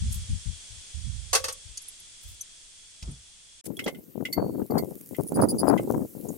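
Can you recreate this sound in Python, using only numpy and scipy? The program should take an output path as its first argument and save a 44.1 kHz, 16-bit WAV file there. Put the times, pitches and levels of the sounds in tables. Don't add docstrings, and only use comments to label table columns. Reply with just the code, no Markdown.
import sys
import numpy as np
from scipy import signal
from scipy.fft import rfft, irfft, next_fast_len
from scipy.io import wavfile
from scipy.ndimage import uniform_filter1d, map_coordinates

SR = 44100
rng = np.random.default_rng(int(sys.argv[2]) if len(sys.argv) > 2 else 0)


def unload_wav(signal):
    wavfile.write(
        sys.argv[1],
        SR,
        np.round(np.clip(np.atleast_2d(signal).T, -1, 1) * 32767).astype(np.int16),
    )


N = 280917
TIME = np.arange(N) / SR
AGE = np.arange(SR // 2) / SR
BREAK_START_S, BREAK_END_S = 3.612, 3.642
LEFT, RIGHT = 1, -1

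# start in seconds, relative level in dB.
SPOUT_KNOCKS = [(1.33, -10), (1.349, -7.5), (1.44, -18.5), (1.482, -21)]
WALL_TAPS = [(3.791, -22.5), (3.875, -25.5), (3.946, -42), (4.252, -24), (5.146, -38.5), (5.776, -29.5)]
# start in seconds, relative level in dB, top mode in dB, long note's t60 in seconds.
RIM_CLINKS = [(4.326, -19.5, -12, 0.52), (4.705, -37, -1, 0.44), (4.779, -23, -5, 0.11)]
# frequency in Hz, relative level in dB, t60 in seconds.
BOTH_GLASSES_MODES = [(520.7, -10.5, 0.32), (1126, -8.5, 0.17), (2650, -7.5, .09), (4280, -5, .09),
                      (4740, -2.5, .08), (6430, -4, 0.11), (8140, -3.5, .08), (11300, -6.5, 0.042)]
WALL_MODES = [(1495, -13, 0.068), (2044, 5.5, 0.065), (2120, -5.5, 0.14), (3174, -16, 0.062)]
RIM_MODES = [(2080, -19.5, 0.14), (4500, -6.5, 0.062), (4950, -18.5, 0.057), (5780, -22, 0.045)]
# frequency in Hz, level in dB.
KNOCK_TONE = [(200, -27), (420, 1.5), (1900, -1.5), (4600, -2), (6400, 3.5), (7300, -8), (8400, 1.5),
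              (15500, -21)]
TAP_TONE = [(900, -18), (1600, -2.5), (3000, 6.5), (4000, -8), (15500, -14)]
BRIGHT_TONE = [(1000, -5), (4600, 3), (10000, 15.5), (15500, 5.5)]
def glass():
    out = np.zeros((2, N))
    for s, db in SPOUT_KNOCKS:
        knock = strike(BOTH_GLASSES_MODES, KNOCK_TONE, crack_db=2, crack_t60=0.12, rise=0.0015, blur=0.58)
        add(out, s, amp(db - 9) * knock)
    for s, db in WALL_TAPS:
        tap = strike(WALL_MODES, TAP_TONE, crack_db=-4.5, crack_t60=0.077, rise=0.001, blur=1)
        add(out, s, amp(db - 2.5) * tap)
    for s, db, top_db, long_t60 in RIM_CLINKS:
        modes = RIM_MODES + [(4470, -30, long_t60), (12030, top_db, .11)]
        clink = strike(modes, BRIGHT_TONE, crack_db=-5.5, crack_t60=0.061, rise=0.0038, blur=1)
        add(out, s, amp(db - 1) * clink)
    return out


GRANULE_NOTES = [3230, 4870, 6100, 6950, 8870, 10930]
# start in seconds, relative level in dB, pitch in Hz, spread in octaves.
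GRANULE_TICKS = [(.122, -32.5, 9850, .7), (1.524, -32, 9400, 0.7), (1.772, -29.5, 6800, .8),
                 (1.816, -41, 11000, .15), (1.882, -35, 10600, .25), (1.998, -46, 11000, .15),
                 (2.408, -32, 6130, 0.15), (2.41, -34.5, 10100, 0.44), (3.025, -38, 4100, 1.14),
                 (3.11, -44, 9500, 0.15), (6.285, -39, 7700, 0.26)]
def granules():
    out = np.zeros((2, N))
    for s, db, pitch, octaves in GRANULE_TICKS:
        notes = GRANULE_NOTES * rng.normal(1, .02, len(GRANULE_NOTES))
        weights = np.exp(-(np.log2(notes / pitch) / octaves) ** 2)
        blur = .7 + 1.8 * octaves
        ping = sum(weight * np.sin(2 * np.pi * hz * AGE + blur * wobble(850, len(AGE))[0])
                   for hz, weight in zip(notes, weights))
        tick = np.tile(unit(ping), (2, 1)) * stroke(length=0.0051, rise=0.00058, t60=0.048)
        add(out, s, amp(db - 2.5) * scattered(tick))
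    return out


# start in seconds, relative level in dB, note against rasp in dB.
PLUNGER_STROKES = [(5.266, -36.5, -30), (5.341, -32, -14), (5.413, -26.5, -10), (5.485, -25.5, -7.5),
                   (5.582, -25, -4), (5.673, -29.5, -6.5)]
# frequency in Hz, level in dB.
RASP_TONE = [(3500, -38), (4900, -16), (5600, -21.5), (9200, -13.5), (9750, 9), (10300, 4.5),
             (11000, -15.5), (15500, -14)]
def squeaks(slip_hz=4870):
    out = np.zeros((2, N))
    for s, db, note_db in PLUNGER_STROKES:
        hz = slip_hz * (1 + .03 * wobble(1100, len(AGE)))
        note = amp(note_db) * np.sin(2 * np.pi * np.cumsum(hz, axis=1) / SR)
        rasp = noise(RASP_TONE, len(AGE), alike=0.4)
        grip = amp(4 * np.tanh(wobble(330, len(AGE))[0]))
        envelope = stroke(length=0.026, rise=0.0037, t60=0.044)
        add(out, s, amp(db - 3.5) * envelope * grip * (note + scattered(rasp)))
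    return out


# time in seconds, relative level in dB.
SPRAY_LEVELS = [(4.21, -64), (4.83, -57.5), (6.37, -54.5)]
# frequency in Hz, level in dB.
MIST_TONE = [(3800, -15.5), (6500, -5), (11000, 1.5)]
def spray(droplets_per_s=20, crackle_db=-8):
    mist = patchy(noise(MIST_TONE, alike=0.72), depth_db=2)
    droplets = rng.random(N) ** 2 * (rng.random(N) < droplets_per_s / SR)
    crackle = amp(crackle_db) * unit(signal.fftconvolve(droplets, fade(.008))[:N])
    level_db = curve(SPRAY_LEVELS) + 5.5 + 1.34 * np.tanh(wobble(25)[0])
    return amp(level_db) * mist * (1 + crackle) * (TIME > BREAK_END_S)


# start in seconds, relative level in dB.
BOTTLE_CLACKS = [(3.768, -29.5), (3.84, -25)]
# frequency in Hz, relative level in dB, t60 in seconds.
TRIGGER_MODES = [(3340, -4, 0.06), (10800, -10, .04)]
def clacks():
    out = np.zeros((2, N))
    for s, db in BOTTLE_CLACKS:
        clack = strike(TRIGGER_MODES, BRIGHT_TONE, crack_db=-3, crack_t60=0.06, rise=0.0008, blur=0.18)
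        add(out, s, amp(db - 9.5) * clack)
    return out


# start in seconds, relative level in dB, length in seconds.
GLOVE_SWISHES = [(0.101, -41.5, 0.052), (2.197, -53.5, 0.1), (3.639, -43.5, 0.029)]
def swishes():
    out = np.zeros((2, N))
    for s, db, length in GLOVE_SWISHES:
        envelope = stroke(length, rise=length / 2, t60=3 * length)
        flicker = amp(4.3 * wobble(160, len(AGE)))
        add(out, s, amp(db) * envelope * flicker * noise(BRIGHT_TONE, len(AGE)))
    return out


# start in seconds, relative level in dB, pitch in Hz, t60 in seconds, rattle in dB.
BENCH_BUMPS = [(3.025, -32.5, 62.6, 0.4, -17), (3.078, -30, 140.5, 0.17, -21),
               (3.861, -13, 284, 0.062, -12), (3.877, -23, 534, 0.063, -4.5)]
# multiple of the bump's pitch, level in dB.
RATTLE_TONE = [(1, 7), (4, 4.5), (22, -4), (60, -95)]
def bumps():
    out = np.zeros((2, N))
    for s, db, hz, t60, rattle_db in BENCH_BUMPS:
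        thud = noise([(hz / 6, -35), (hz, 0), (hz * 2, -16), (hz * 16, -100)], len(AGE), alike=0.89)
        hollow = np.sin(2 * np.pi * hz * AGE + rng.uniform(0, np.pi, (2, 1)))
        rattle = amp(rattle_db) * noise([(hz * k, level) for k, level in RATTLE_TONE], len(AGE))
        envelope = (1 - np.exp(-AGE / 0.0041)) * fade(t60)
        add(out, s, amp(db) * envelope * (thud + hollow + rattle))
    return out


# time in seconds, relative level in dB, port struck.
PORT_EDDIES = [(3.705, -17.5, LEFT), (4.226, -15.5, LEFT), (4.381, -9, LEFT), (4.427, -9.5, RIGHT),
               (4.722, -9.5, LEFT), (4.757, -9, LEFT), (4.836, -14, LEFT), (5.187, -12.5, LEFT),
               (5.321, -11, RIGHT), (5.401, -8.5, LEFT), (5.424, -2.5, RIGHT), (5.435, -7.5, RIGHT),
               (5.456, -10, RIGHT), (5.633, -4.5, LEFT), (5.682, -1, LEFT), (5.695, -15, LEFT),
               (5.740, -4, LEFT), (5.751, -11.5, LEFT), (5.798, -11, RIGHT), (5.905, -7, LEFT),
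               (5.94, -14, LEFT)]
PORT_LEAD_DB = 29.5
def eddies(gusts, small_per_s=60):
    lead = SR // 100
    t = np.arange(-lead, lead) / SR

    def spike(width_s):
        return (1 - 3 * (t / width_s) ** 2) / (1 + (t / width_s) ** 2) ** 3

    strength = amp(14) * gusts * rng.uniform(-0.83, 1, (2, N))
    slaps = strength * (rng.random((2, N)) < small_per_s / SR)
    out = signal.oaconvolve(slaps, [spike(0.0011)], mode="same", axes=1)
    for s, db, port in PORT_EDDIES:
        width_s = 0.00068 / amp(db) ** 0.29
        add(out, s - lead / SR, amp(db - 2) * panned(port * PORT_LEAD_DB) * spike(width_s))
    return out


# start in seconds, length in seconds, relative level in dB, left over right in dB.
PORT_GUSTS = [(3.66, 0.052, -39, 38), (3.74, 0.27, -46, 0.5), (4.15, 0.064, -34, 20),
              (4.25, 0.3, -39.5, 10), (4.365, 0.27, -29.5, 9), (4.7, .13, -28.5, 1),
              (4.84, 0.13, -40.5, 7.5), (5.11, 0.023, -37, 25), (5.183, 0.019, -21.5, 23),
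              (5.235, 0.029, -36, -14), (5.29, 0.067, -37.5, 8), (5.355, 0.093, -24, 2.5),
              (5.47, 0.58, -30.5, 4), (5.63, 0.092, -25, 12), (6.15, .21, -39.5, 22),
              (6.285, 0.034, -34, 15)]
# frequency in Hz, level in dB.
GUST_TONE = [(35, -18), (160, -2.5), (290, 0.5), (520, -10.5), (1700, -75)]
GUST_EDGE_TONE = [(250, -35), (600, 0.5), (1100, -9.5), (1600, -21.5), (3200, -52)]
def buffeting(low_cut_hz=77):
    gusts = wind_flow(PORT_GUSTS, attack=0.0012, release=0.011) * amp(2.07 * np.tanh(wobble(32)))
    swirl_rows = [(s - 0.0036, 0.013 * amp(db), db - 15, port * PORT_LEAD_DB)
                  for s, db, port in PORT_EDDIES]
    swirls = wind_flow(swirl_rows, attack=0.00051, release=0.027)
    lull = amp(-50) * panned(14)
    flow = np.sqrt(gusts ** 2 + swirls ** 2 + lull ** 2) * amp(6.5 * np.tanh(wobble(90)) - 2)
    edge = np.minimum(flow / amp(-21), 1) ** 1.94 * amp(-8.5 + 7.3 * np.tanh(wobble(160)))
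    pressure = flow * (noise(GUST_TONE) + edge * noise(GUST_EDGE_TONE)) + eddies(gusts)
    low_cut = signal.butter(2, low_cut_hz, "highpass", fs=SR, output="sos")
    return signal.sosfilt(low_cut, pressure) * (TIME > BREAK_END_S)


# start in seconds, length in seconds, relative level in dB, left over right in dB.
BREEZE_PUFFS = [(0, 0.24, -24, 2.5), (.28, 0.072, -24, 6), (.452, 0.051, -27, 46), (.7, .065, -42.5, 35),
                (.94, 0.091, -32, -33), (1.03, 0.545, -28.5, -49), (1.65, .05, -41, 33),
                (2.235, .1, -42.5, -1)]
# frequency in Hz, level in dB.
BREEZE_TONE = [(15, -11.5), (48, 12.5), (95, 10), (190, -17.5), (380, -91.5)]
def breeze():
    flow = wind_flow(BREEZE_PUFFS, attack=0.014, release=0.034, sag_db_per_s=52.5)
    edge = flow / amp(-17) * noise([(60, 25), (170, 37.5), (380, 3), (900, -62)])
    flutter = amp(0.87 * np.tanh(wobble(46.45)))
    return flow * flutter * (noise(BREEZE_TONE) + edge)


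# time in seconds, level in dB.
HISS_LEVELS = [(0.0, -44), (3.6, -52.5)]
# frequency in Hz, level in dB.
HISS_TONE = [(30, 9), (300, -9), (1100, -12), (3050, -1), (3380, 8.5), (3650, -.5), (8600, 3.5),
             (10000, -2), (11400, -23), (14500, -35)]
AIR_TONE = [(3000, -8.5), (11900, -20), (13100, 8.5), (13750, 7.5), (14400, -5)]
def background():
    hiss = amp(curve(HISS_LEVELS)) * noise(HISS_TONE, alike=0.15)
    air = amp(-58 + 2.2 * np.tanh(wobble(26))) * patchy(noise(AIR_TONE), depth_db=1.5)
    return hiss * (TIME < BREAK_START_S) + air * (TIME > BREAK_END_S)


def strike(modes, tone, crack_db, crack_t60, rise, blur):
    ring = np.zeros((2, len(AGE)))
    for hz, db, t60 in modes:
        phase = rng.uniform(0, 2 * np.pi) + rng.normal(0, 0.82, (2, 1)) + blur * wobble(152, len(AGE))
        strength = amp(db + rng.normal(0, 2, (2, 1)))
        ring += strength * fade(t60) * np.sin(2 * np.pi * hz * AGE + phase)
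    ring /= np.sqrt(sum(amp(db) ** 2 for _, db, _ in modes) / 2)
    crack = amp(crack_db) * scattered(fade(crack_t60) * noise(tone, len(AGE), alike=0.09))
    return (ring + crack) * (1 - np.exp(-AGE / rise))


def scattered(x, count=4):
    out = x.copy()
    for channel in range(2):
        for delay in rng.integers(SR // 4000, SR // 250, count):
            out[channel, delay:] += rng.choice([-1, 1]) * .5 * x[channel, :-delay]
    return out / np.sqrt(1 + count / 4)


def wind_flow(gusts, attack, release, sag_db_per_s=0):
    power = np.zeros((2, N))
    for s, length, db, side_db in gusts:
        age = np.maximum(TIME - s, 0)
        shape = (1 - np.exp(-age / attack)) * np.exp(-np.maximum(age - length, 0) / release)
        power += (amp(db - sag_db_per_s * age) * shape * panned(side_db)) ** 2
    return np.sqrt(power)


def noise(tone, size=N, alike=0):
    m = next_fast_len(size)
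    hz, db = np.transpose(tone)
    gain = amp(np.interp(np.log(np.fft.rfftfreq(m, 1 / SR) + 1), np.log(hz), db))
    gain[0] = 0
    white = rng.standard_normal((3, m))
    pair = np.sqrt(1 - alike) * white[:2] + np.sqrt(alike) * white[2]
    return unit(irfft(rfft(pair) * gain, m)[:, :size])


def patchy(x, depth_db):
    spectrum = signal.stft(x)[2]
    speckle = rng.standard_normal(spectrum.shape[1:])
    patches = unit(uniform_filter1d(uniform_filter1d(speckle, 7, axis=0), 12, axis=1))
    return unit(signal.istft(spectrum * amp(depth_db * patches))[1][:, :N])


def wobble(rate, size=N):
    at = np.arange(size) * rate / SR
    return np.array([map_coordinates(rng.standard_normal(int(at[-1]) + 4), [at]) for _ in range(2)])


def curve(rows):
    return np.interp(TIME, *np.transpose(rows))


def fade(t60):
    return np.exp(-np.log(1000) * AGE / max(t60, 1e-3))


def stroke(length, rise, t60):
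    return (1 - np.exp(-AGE / rise)) * np.exp(-np.log(1000) * np.maximum(AGE - length, 0) / t60)


def panned(db):
    left = 1 / (1 + amp(-np.atleast_1d(db)) ** 2)
    return np.sqrt(2 * np.array([left, 1 - left]))


def amp(db):
    return 10 ** (np.asarray(db) / 20)


def unit(x):
    return x / np.sqrt(np.mean(x ** 2) + 1e-20)


def add(out, s, sound):
    start = max(round(s * SR), 0)
    out[:, start:start + sound.shape[1]] += sound[:, :N - start]


def scene():
    wind = breeze() + buffeting()
    bench = glass() + squeaks() + granules() + clacks() + swishes() + bumps()
    return wind + bench + background() + spray()


def record(dry):
    ceiling, top_hz = .95, 15950
    rounded = dry / (1 + (np.abs(dry) / ceiling) ** 6) ** (1 / 6)
    m = next_fast_len(N + SR // 2)
    passband = 1 / (1 + (np.fft.rfftfreq(m, 1 / SR) / top_hz) ** 160)
    return irfft(rfft(rounded, m) * passband, m)[:, :N]


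dry = scene()
out = record(dry)
unload_wav(out)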